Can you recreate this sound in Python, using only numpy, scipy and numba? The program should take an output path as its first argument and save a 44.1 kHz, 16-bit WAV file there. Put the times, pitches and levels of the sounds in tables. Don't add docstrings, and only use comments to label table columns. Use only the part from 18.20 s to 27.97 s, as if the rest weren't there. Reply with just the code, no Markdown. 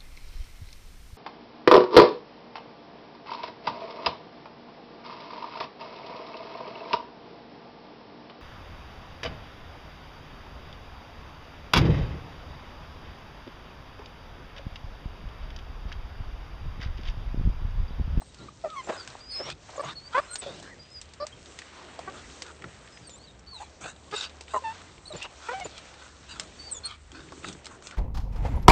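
import sys
import numpy as np
from scipy import signal
from scipy.io import wavfile
from scipy.ndimage import uniform_filter1d
from numba import njit

SR = 44100
rng = np.random.default_rng(int(sys.argv[2]) if len(sys.argv) > 2 else 0)


def natural_amplitude(level_db):
    exponent = np.asarray(level_db, float) / 20
    return 10 ** exponent


def store_pcm(level_fs):
    pcm = np.round(np.clip(level_fs, -1, 1) * 32767).astype(np.int16)
    wavfile.write(sys.argv[1], SR, np.atleast_2d(pcm).T)


N = 430857
T = np.arange(N) / SR


def unit(x):
    return x / np.sqrt(np.mean(x ** 2))


@njit
def svf(x, hz, width):
    y, b, l = np.empty(len(x)), 0., 0.
    for i in range(len(x)):
        g, k = np.tan(np.pi * hz[i] / SR), width / hz[i]
        v = (b + g * (x[i] - l)) / (1 + g * (g + k))
        b, l, y[i] = 2 * v - b, l + 2 * g * v, k * v
    return y


def band(x, hz, width):
    centre = np.clip(hz + np.zeros(len(x)), 20., 9000.)
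    return svf(x, centre, max(1. * width, 5.))


def walk(rate):
    hold = int(SR / rate)
    steps = np.repeat(rng.standard_normal(N // hold + 1), hold)
    slewed = uniform_filter1d(uniform_filter1d(steps, hold), hold)
    return unit(slewed[:N])


def arch(start, rise, fall, rise_db, fall_db):
    u = np.linspace(-1, 1, num=13)
    times = start + rise + u * np.where(u < 0, rise, fall)
    return times, -u ** 2 * np.where(u < 0, rise_db, fall_db)


def read(call, fade_s):
    s, *columns = np.transpose(call)
    span = slice(int(s[0] * SR), int(s[-1] * SR))
    t = T[span]
    to_edge = np.minimum(t - s[0], s[-1] - t)
    gate = np.sin(np.pi / 2 * np.clip(to_edge / fade_s, 0, 1))
    return span, [np.interp(t, s, c) for c in columns], gate


def stroke(row, peak, above_db, rise_db, fall_db, first=1, throat_db=0):
    effort, throat_hz = 0.068, 1050
    start, length, hz_in, hz_out, db = row
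    peak = np.clip(peak, .02, .98)
    s, sag_db = arch(start, peak * length, (1 - peak) * length, rise_db, fall_db)
    hz = hz_in + (hz_out - hz_in) * (s - start) / length
    levels = []
    for k, harmonic_db in enumerate(above_db):
        lift_db = -throat_db * np.log2((first + k) * hz / throat_hz) ** 2
        lift_db = lift_db - lift_db[len(lift_db) // 2]
        levels.append(db + harmonic_db + sag_db * (1 + effort * k) + lift_db)
    return np.transpose([s, hz, *levels])


def voice(calls, rough, first, jitter, shimmer_db, fade_s, tilt_db=0, nose_db=np.zeros(99), count=0):
    out, waver, flutter, uneven = np.zeros(N), walk(150), walk(90), walk(700)
    for call, hoarse, nasal_db in zip(calls, rough, nose_db):
        span, (hz, *levels), gate = read(call, fade_s)
        for k in range(1, count + 1):
            off = ((first + 2 + k) * hz - 4700) / 700
            nasal = np.minimum(*levels[:2]) + nasal_db - 9 * off ** 2
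            levels.append(np.maximum(levels[2] - tilt_db * k, nasal))
        phase = 2 * np.pi * np.cumsum(hz * (1 + jitter * waver[span])) / SR
        tone = sum(natural_amplitude(db) * np.sin((first + k) * phase + k * k) for k, db in enumerate(levels))
        shimmer = natural_amplitude(shimmer_db * np.minimum(flutter[span], .5))
        out[span] += np.sqrt(2) * gate * shimmer * (1 + hoarse * uneven[span]) * tone
    return out


def thicket():
    # frequency in Hz, level in dB per Hz
    wood = [(15, -38), (25, -14.5), (53, 3), (75, -2), (217, -9), (511, -6.5), (795, -12.5), (1270, -13),
            (4220, -19), (8180, -20.5), (8800, -29), (11400, -65.5), (19400, -120)]
    # time in seconds, level in dB
    stir = [(0.0, -53.5), (0.49, -55), (0.68, -48), (1.17, -51.5), (1.309, -61), (1.499, -51.5),
            (2.42, -53.5), (2.75, -55.5), (3.92, -49.5), (5.3, -58), (5.74, -55.5), (6.37, -50),
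            (6.77, -53.5), (7.35, -48.5), (7.92, -53.5), (8.6, -53), (8.73, -56), (9.77, -57)]
    # middle in seconds, half length in seconds, level in dB
    lulls = [
        (1.073, 0.065, -5),
        (1.83, 0.098, -2.5),
        (4.65, 0.13, 0),
        (8.81, 0.095, -0.5),
        (6.82, 0.036, -2),
    ]
    hz, db = np.transpose(wood)
    s, stir_db = np.transpose(stir)
    stir_db = np.interp(T, s, stir_db - stir_db.mean())
    stir_db = stir_db + sum(lull_db * np.exp(-((T - mid) / half) ** 4) for mid, half, lull_db in lulls)
    ticks = (rng.random(N) < 120 / SR) * natural_amplitude(np.minimum(3.3 * rng.exponential(size=N), 11))
    bed, patch = 0, walk(7)
    for f in 30 * 2 ** np.arange(0, 8.6, 1 / 3):
        patch = .7 * patch + .71 * walk(7)
        bed_db = np.interp(np.log(f), np.log(hz), db) + min(f / 700, 1) * stir_db
        bed_db = bed_db + 2.6 * patch + 1.9 * walk(30)
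        bed = bed + natural_amplitude(bed_db) * band(rng.standard_normal(N), f, f / 4.06)
    leaves = unit(bed) * natural_amplitude(-50.5)
    leaves = leaves - 0.6 * band(leaves, 4900, 300)
    ticking = band(band(ticks, 3500 * 2 ** (.5 * walk(40)), 2500), 3500, 7700)
    return leaves + natural_amplitude(stir_db - 34.5) * ticking


def drone():
    # time in seconds, pitch in Hz, level in dB
    engine = [(0.0, 62.5, -64), (0.3, 57, -62), (0.811, 55.4, -64), (1.2, 76.8, -64), (4.49, 73.8, -58.5),
              (4.65, 56.7, -64), (4.92, 70.9, -68), (5.03, 59.4, -61), (5.22, 60, -58), (5.44, 74, -59),
              (6.37, 73.1, -53.5), (6.56, 92, -57), (7.05, 61, -80), (7.16, 70.8, -58.5), (9.44, 73.8, -58),
              (9.58, 75, -70), (9.69, 55.8, -69), (9.77, 56.2, -72)]
    s, hz, db = np.transpose(engine)
    hz = np.interp(T, s, hz) * (1 + .02 * walk(12))
    note = np.sqrt(2) * np.sin(2 * np.pi * np.cumsum(hz) / SR) * natural_amplitude(1.6 * walk(11.0))
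    return note * natural_amplitude(np.interp(T, s, db))


def nose_whistles():
    # start in seconds, length in seconds, pitch in and pitch out in Hz, level in dB.
    pure = [
        (0.177, 0.027, 4920, 3800, -54),
        (0.202, 0.049, 3700, 4300, -60),
        (0.761, 0.048, 5070, 4900, -49.5),
        (0.792, 0.057, 4750, 4430, -46),
        (2.08, 0.086, 4150, 4100, -52),
        (5.961, 0.015, 3770, 3700, -29),
        (8.099, 0.045, 4740, 4660, -49),
        (8.633, 0.055, 4230, 4350, -36),
    ]
    squeaks = [(0.0, 0.1, 8140, 8390, -60.5), (1.107, 0.077, 8600, 8380, -54.5),
               (1.165, .03, 8500, 7450, -61), (1.558, 0.033, 7900, 5700, -52),
               (2.127, 0.043, 7400, 6700, -45), (2.103, 0.078, 8200, 8360, -42.5),
               (2.169, 0.052, 9060, 7500, -40.5), (4.866, 0.023, 8600, 8200, -52),
               (5.955, 0.023, 8430, 7250, -41.5), (5.97, 0.039, 7170, 7040, -44),
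               (6.854, 0.017, 4110, 3930, -42), (6.962, 0.024, 7150, 7200, -42),
               (7.44, .024, 7100, 7000, -43), (8.645, 0.028, 8600, 8560, -39)]
    # start in seconds, length in seconds, pitch in and pitch out in Hz, level in dB
    faint = [
        (0.15, 0.12, 1430, 1344, -58),
        (2.094, 0.087, 1365, 1523, -49),
        (2.439, 0.067, 1200, 2000, -58),
        (2.504, 0.04, 2045, 1810, -47),
        (5.325, 0.063, 1096, 792, -52.5),
               (.005, 0.073, 4000, 4170, -65), (.09, 0.057, 3900, 3450, -65),
             (0.63, 0.049, 7200, 7340, -53.5), (0.54, 0.082, 6050, 6000, -58), (2.02, .04, 5100, 5100, -57),
             (5.33, .045, 8600, 7800, -60), (2.325, .045, 3900, 4250, -57), (3.122, .025, 3250, 3200, -52),
             (3.085, .025, 4100, 3800, -60), (5.385, 0.037, 3400, 3300, -62),
             (1.155, 0.029, 1070, 1120, -51), (5.875, 0.021, 1075, 1130, -50),
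             (6.93, 0.088, 4300, 4550, -57), (7.425, .02, 2800, 4500, -54), (6.38, 0.062, 390, 576, -48),
             (5.41, .02, 6810, 6790, -57), (1.604, .02, 8650, 7950, -53), (1.643, .017, 6720, 6660, -49)]
    # time in seconds, pitch in Hz, level in dB
    winding = [
        [(8.51, 8650, -42), (8.525, 8080, -32), (8.545, 7200, -46), (8.565, 6830, -43), (8.593, 6860, -47)],
        [(4.895, 3900, -63), (4.93, 3450, -61), (4.975, 3900, -64)],
        [(4.7, 5250, -64), (4.73, 5100, -60), (4.77, 5040, -57), (4.79, 4940, -62)],
        [(4.81, 4800, -61), (4.86, 4700, -59), (4.89, 4200, -61)],
        [(4.97, 3920, -73), (5.01, 4350, -55), (5.04, 4550, -56), (5.065, 4430, -63)],
        [(5.07, 4050, -57), (5.095, 3700, -55.5), (5.125, 3750, -66)],
        [(4.898, 7400, -54), (4.925, 6900, -56), (4.95, 7240, -51), (4.99, 8270, -62)],
        [(6.862, 4250, -45), (6.88, 4430, -40), (6.897, 4250, -39), (6.915, 4120, -45), (6.93, 3800, -39)],
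        [(6.856, 8100, -50), (6.875, 8650, -52), (6.897, 8600, -42), (6.916, 8150, -47), (6.93, 7100, -54)],
        [(5.265, 4490, -52), (5.3, 4560, -49.5), (5.33, 4350, -51), (5.36, 3990, -42.5), (5.41, 3490, -66)],
    ]
    strokes = [stroke(row, .4, [0], rise_db=7, fall_db=10) for row in pure + squeaks + faint]
    return voice(strokes + winding, np.full(99, .32), first=1, jitter=.008, shimmer_db=5, fade_s=.005)


def twigs():
    # time in seconds, crack in dB, knock
    # above the crack in dB, knock pitch in Hz
    knocking_twigs = [(.018, -50, 15.5, 780), (.8752, -26.5, -9, 1290), (.952, -49.5, 19, 760),
                      (1.2996, -26, -5, 1730), (2.3985, -36, -4, 584), (2.4264, -33, -7, 842),
                      (3.3884, -23, -16, 2100), (3.4179, -40.5, 6.5, 2000), (3.7903, -32.5, 6.5, 704),
                      (4.4411, -47.5, 19, 1470), (4.7726, -54, 16.5, 2230), (4.8942, -34, -11, 520),
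                      (6.2089, -29, -7, 685), (7.3987, -28, -6, 736), (7.5788, -29.5, -17, 670),
                      (9.1217, -36, 4, 900), (9.2441, -42, 16.5, 1305), (9.2845, -28.5, -14, 1130),
                      (9.4668, -25, -8.5, 1540), (9.6234, -34, -8, 1330), (9.7098, -32, -4, 1990),
                      (9.327, -35.5, -3, 5500), (5.762, -46, -1, 3500), (5.912, -40, 3.5, 2500),
              (5.966, -36, -3, 3700), (0.365, -55, -11, 5000), (0.5015, -43.5, 2.5, 3630),
              (.685, -49, 14, 790), (1.5021, -41, -14, 1420), (4.0998, -47, 5, 2600),
              (4.421, -39, 2.5, 2000), (4.676, -44, 5, 2360), (5.193, -47.5, -5, 6000),
              (6.095, -42.5, 0, 3500), (6.2805, -43.5, 5, 2395), (6.6167, -38.5, -3, 1545),
              (6.78, -46.5, 3.5, 2630), (7.7402, -38.5, -6.5, 2750), (8.1582, -38, 2, 1330),
              (.902, -44, 7, 4500), (3.258, -40, -2, 3600), (3.322, -36, -13, 3000),
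              (8.232, -38, -14, 4000), (2.89, -46.5, -5, 4503), (9.087, -48, 5, 2020),
              (9.349, -49.5, 5, 1500), (9.412, -58.5, 12, 1195), (9.4449, -38, -8, 3004)]
    # time in
    # seconds, crack in dB
    further_snaps = [(0.1443, -35.5), (2.936, -34), (4.2643, -33.5), (2.156, -17), (2.814, -25), (3.067, -22.5),
                     (4.2203, -23), (7.0266, -26), (8.1966, -16.5), (8.917, -35), (9.456, -27.5), (9.67, -25)]
    out, t = np.zeros(N + 4096), T[:4096]
    breaks = knocking_twigs + [(s, db, -25, 1000) for s, db in further_snaps]
    chance = rng.standard_normal((len(breaks), 4096))
    for (s, db, knock_db, hz), noise in zip(breaks, chance):
        burst = np.minimum(t / .0008, 1) * (np.exp(-t / .0013) + .25 * np.exp(-t / .011))
        crack = band(noise * burst, 3620, 6000)
        knock = band(band(noise * np.exp(-t / 0.004), hz, 0.5 * hz), hz, 1.2 * hz)
        i = int(s * SR)
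        out[i:i + 4096] += natural_amplitude(db) * (crack / abs(crack).max() + natural_amplitude(knock_db) * knock / abs(knock).max())
    return out[:N]


def grip():
    # start, rise and fall in seconds, level in dB
    shifts = [(.18, 0.033, 0.17, -46.5), (1.2, 0.081, 0.084, -46), (1.6, 0.065, 0.074, -42.5),
              (2.201, 0.051, 0.29, -47.5), (4.38, 0.064, 0.088, -48.5), (6.925, 0.017, 0.035, -38),
              (7.44, 0.022, 0.022, -38), (4.78, 0.026, 0.095, -47.5), (5.55, 0.092, 0.071, -51.5),
              (8.95, 0.093, 0.19, -50.5), (9.2, 0.071, .12, -41)]
    drags = [
        (8.915, 0.018, 0.12, -47),
        (9.05, 0.022, 0.029, -53),
        (9.115, 0.048, 0.058, -47.5),
        (9.23, 0.012, 0.057, -48),
    ]
    out, rub = np.zeros(N), rng.standard_normal(N) * natural_amplitude(2.2 * walk(35))
    upper = band(band(rub, 301, 120), 301, 120)
    both = unit(band(rub, 144, 66) + 0.34 * upper)
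    for moves, ring in ((shifts, both), (drags, unit(upper))):
        for start, rise, fall, db in moves:
            shape = arch(start, rise, fall, rise_db=28.5, fall_db=20)
            span, (sag_db,), gate = read(np.transpose(shape), 0.015)
            out[span] += gate * natural_amplitude(db + sag_db) * ring[span]
    return out


def yelps():
    # start in seconds, length in seconds, pitch in and pitch out in Hz, level in dB
    cries = [(0.284, 0.011, 1180, 1160, -41.5), (0.439, 0.044, 655, 588, -27),
             (0.485, 0.074, 1327, 1180, -41), (0.56, 0.055, 1130, 988, -33.5),
             (1.578, 0.013, 546, 624, -34), (1.593, 0.022, 587, 556, -29.5),
             (1.945, 0.057, 473, 607, -25.5), (2.259, 0.065, 607, 450, -40), (3, 0.053, 560, 626, -32.5),
             (3.875, 0.026, 385, 380, -41.5), (5.398, 0.043, 762, 930, -41.5),
             (5.924, 0.031, 406, 440, -32.5), (6.359, 0.032, 517, 491, -53.5),
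             (6.438, 0.091, 911, 898, -31.5), (6.904, 0.026, 636, 580, -42),
             (7.286, 0.053, 438.5, 529, -38), (7.33, 0.074, 747, 775, -34), (7.407, 0.036, 739, 724, -36.5)]
    # loudest at share of length 0-1, second and third harmonic
    # above the first in dB
    manner = [(0.4, -17, -36), (0.075, -17.5, -27.5), (0.97, -33, -21), (0.49, -9.5, -16), (0.21, -4, -25),
              (0.3, -1, -16), (0.63, 5, -5.5), (0.4, -26, -23), (0.4, -4, -23), (0.13, 1, 4.5),
              (0.33, -17, -28), (0.55, -5, -1), (0.19, 27, -14), (0.19, -13, -15.5), (0.57, -11, -21),
              (0.16, 4.5, 4), (0.12, -13, -11.5), (0.17, -23, -5)]
    hoarseness = [.3, .4, .06, .1, .4, .3, .33, .4, .22, .12, .6, .35, .2, .04, .25, .25, .08, .1]
    nasal = [-30, -20, -20, -9, -27, -21, -26.5, -30, -10.5, -20, -40, -26, -30, -22, -32, -33, -26, -24]
    calls = [stroke(row, peak, [0, second_db, third_db], rise_db=6, fall_db=11, throat_db=20.5)
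             for row, (peak, second_db, third_db) in zip(cries, manner)]
    return voice(calls, hoarseness, first=1, jitter=0.016, shimmer_db=2.0, fade_s=0.0018,
                 tilt_db=6.5, nose_db=nasal, count=7)


def panting():
    # start, rise and fall in seconds, mouth level in dB, jaw above it in dB
    wide = [(1.215, 0.08, 0.039, -49.5, 2), (1.62, 0.079, 0.047, -55, 11.5), (1.917, 0.061, 0.03, -56, 15),
            (2.21, 0.011, 0.24, -57, -1), (2.42, 0.036, 0.075, -66, 15), (5.905, 0.1, 0.086, -47, 2.5),
            (6.93, 0.035, 0.062, -54.5, -7), (7.01, 0.016, 0.037, -49.5, -28),
            (7.189, 0.15, 0.017, -59.5, 9), (7.502, 0.075, .023, -58.5, 1), (8.62, 0.067, 0.084, -54.5, 2),
            (8.918, 0.046, 0.1, -61, 7)]
    toothy = [(.66, 0.096, 0.12, -63, 11), (3.93, 0.027, 0.071, -68, 14.5),
              (4.24, 0.035, 0.055, -68.5, 16.5), (5.35, 0.064, 0.079, -61.5, -5),
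              (5.604, 0.052, 0.082, -54, 6), (6.27, 0.097, 0.022, -57.5, 3), (7.44, 0.013, 0.029, -54, -5),
              (7.78, 0.029, 0.12, -68, 13), (8.078, 0.025, 0.21, -59, 4.5), (9.215, 0.047, 0.088, -56, 2),
              (9.442, 0.088, 0.048, -70, 13), (9.62, 0.049, 0.063, -61.5, 4)]
    # frequency in Hz, width in Hz, level in dB
    formants = [(2000, 300, -6), (2560, 330, 0), (3550, 420, 0), (4300, 450, -5), (3000, 2600, -4)]
    gape = [(0, .05), (-.25, 0.068), (-.15, 0.048), (-.05, .05), (-.05, 0.03), (-.05, 0.082), (-.05, .05),
            (-.05, .05), (-.05, 0.065), (-.07, -0.0058), (-.05, 0.041), (-.05, 0.056), (-.05, 0.075),
            (.05, .1), (-.1, -0.018), (-.05, 0.039), (-.1, -.05), (-.05, .05), (-.05, 0.14), (-.05, 0.035),
            (-.05, 0.043), (-.05, 0.14), (-.05, 0.042), (-.05, -0.035)]
    air = rng.standard_normal(N) * natural_amplitude(2 * walk(300))
    ends = np.array([(start, start + rise + fall) for start, rise, fall, *_ in sorted(wide + toothy)])
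    drift = 2 ** np.interp(T, ends.ravel(), np.ravel(gape)) + 0.063 * walk(14)
    jaw = unit(band(air, 1460 * drift, 200) + .3 * band(band(air, 1200, 900), 1200, 900))
    mouth = 0
    for hz, width, db in formants:
        ring = band(band(air, hz * drift, .75 * width), hz * drift, 2.2 * width)
        mouth = mouth + natural_amplitude(db + 3.5 * walk(35)) * ring
    mouth = unit(mouth)
    teeth = unit(natural_amplitude(3 * walk(30)) * band(band(air, 6600, 4000), 6600, 4000))
    out = np.zeros(N)
    for puffs, teeth_db in ((wide, -32.5), (toothy, -6.5)):
        for start, rise, fall, db, jaw_db in puffs:
            span = slice(int(start * SR), int((start + rise + fall) * SR))
            angle = np.interp(T[span] - start, [0, rise, rise + fall], [0, np.pi / 2, np.pi])
            puff = abs(np.sin(angle)) ** 0.93
            breath = mouth + natural_amplitude(jaw_db - 5.5) * jaw + natural_amplitude(teeth_db + 4.5) * teeth
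            out[span] += puff * natural_amplitude(db + 9.5) * breath[span]
    return out


def grunts():
    # start, rise and fall in seconds, level in dB, resonance in Hz
    rattles = [(0.671, 0.024, 0.1, -35.5, 606), (1.189, 0.012, 0.061, -40.5, 530),
               (1.25, 0.033, 0.014, -38.5, 584), (1.48, 0.067, 0.054, -48.5, 660),
               (1.62, 0.038, 0.016, -41, 650), (2.22, 0.049, 0.093, -45, 570), (5.6, 0.08, 0.038, -48, 650),
               (6.929, 0.039, 0.039, -46.5, 550), (6.999, 0.052, 0.022, -43.5, 930),
               (7.452, 0.0079, 0.01, -35.5, 537), (9.504, 0.019, 0.037, -50.5, 1000),
               (9.72, 0.015, 0.036, -49, 1420), (3.51, 0.057, 0.093, -55, 1050),
               (3.68, 0.022, 0.032, -57, 1400), (.72, 0.014, 0.068, -49, 1050)]
    out = np.zeros(N)
    flaps = rng.standard_normal(N) * natural_amplitude(5.3 * walk(90))
    for start, rise, fall, db, hz in rattles:
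        shape = arch(start, rise, fall, rise_db=6.5, fall_db=16.5)
        span, (sag_db,), gate = read(np.transpose(shape), 0.004)
        flap = flaps[span]
        ring = band(flap, hz, 160) + 0.38 * band(flap, hz * 0.84, 560) + 0.096 * band(flap, hz / 2, 220)
        out[span] += gate * natural_amplitude(db + 2.0 + sag_db) * unit(band(ring, hz, 4.0 * hz))
    return out


def steady_whines():
    # time in seconds, pitch in Hz, level in dB
    bends = [
        [(1.0, 4800, -62), (1.01, 4730, -49), (1.026, 4840, -56), (1.104, 4930, -41), (1.134, 5011, -43),
         (1.15, 5127, -36), (1.212, 5150, -37.5), (1.262, 5680, -44), (1.285, 5379, -53)],
        [(1.095, 4340, -67), (1.105, 4400, -51), (1.113, 4500, -43), (1.133, 4400, -42), (1.19, 4180, -53)],
        [(1.752, 4258, -58), (1.76, 4380, -48.5), (1.784, 4350, -40.5), (1.804, 4330, -56.5),
         (1.878, 4660, -43), (1.894, 4684, -76), (1.94, 4736, -57)],
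        [(2.58, 4880, -76), (2.596, 4840, -50), (2.676, 4900, -65), (2.732, 5120, -48), (2.794, 4800, -45.5),
         (2.806, 4800, -71), (2.815, 4992, -54)],
        [(8.385, 4549, -57), (8.399, 4540, -44.5), (8.427, 4560, -50), (8.481, 4600, -45), (8.511, 4276, -55),
         (8.553, 3500, -55), (8.587, 3430, -45), (8.6, 3400, -78)],
    ]
    return voice(bends, np.full(9, .18), first=1, jitter=.006, shimmer_db=3.5, fade_s=.005)


def ringing_breath():
    # start, rise and fall in seconds, level in dB, resonance at start and at end in Hz
    catches = [
        (7.012, .018, .045, -40, 2700, 2850),
        (1.665, .035, .03, -44, 3550, 3750),
        (1.25, .05, .04, -47, 3450, 3560),
        (8.63, .035, .06, -51, 1400, 1230),
        (1.645, .045, .025, -51, 2400, 2900),
    ]
    out, air = np.zeros(N), rng.standard_normal(N) * natural_amplitude(3 * walk(120))
    for start, rise, fall, db, hz_in, hz_out in catches:
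        shape = arch(start, rise, fall, rise_db=9.9, fall_db=11)
        span, (sag_db,), gate = read(np.transpose(shape), .004)
        hz = np.linspace(hz_in, hz_out, len(gate))
        out[span] += gate * natural_amplitude(db + sag_db) * unit(band(band(air[span], hz, 260), hz, 500))
    return out


def creak():
    # start in seconds, length in seconds, pitch in and pitch out in Hz, level in dB
    bark = [
        (6.336, 0.038, 220.5, 194.4, -31.5),
    ]
    harmonics_db = [-11.5, -3, -5.5, 1.5, -7.5, -29, -31, -15.5, -24]
    call = stroke(bark[0], 0.3, harmonics_db, rise_db=1.3, fall_db=1.5)
    return voice([call], [.4], first=2, jitter=.008, shimmer_db=.8, fade_s=.003)


def scene():
    throats = yelps() + grunts() + creak()
    noses = nose_whistles() + steady_whines()
    near = throats + noses + panting() + ringing_breath() + twigs()
    stems = rng.standard_normal(8192) * np.exp(-T[:8192] / 0.063) * (T[:8192] > .005)
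    echo = signal.fftconvolve(near, stems / np.sqrt(np.sum(stems ** 2)))[:N]
    return (near + natural_amplitude(-24) * echo + thicket() + drone() + grip())[None]


def band_limit(x):
    return signal.sosfilt(signal.butter(12, 9970, fs=SR, output="sos"), x)


def record(dry):
    cut = signal.sosfilt(signal.butter(2, 38, "high", fs=SR, output="sos"), dry)
    cut = signal.sosfilt(signal.ellip(8, .3, 33, 8620, fs=SR, output="sos"), cut)
    return band_limit(cut)


dry = scene()
out = record(dry)
store_pcm(out)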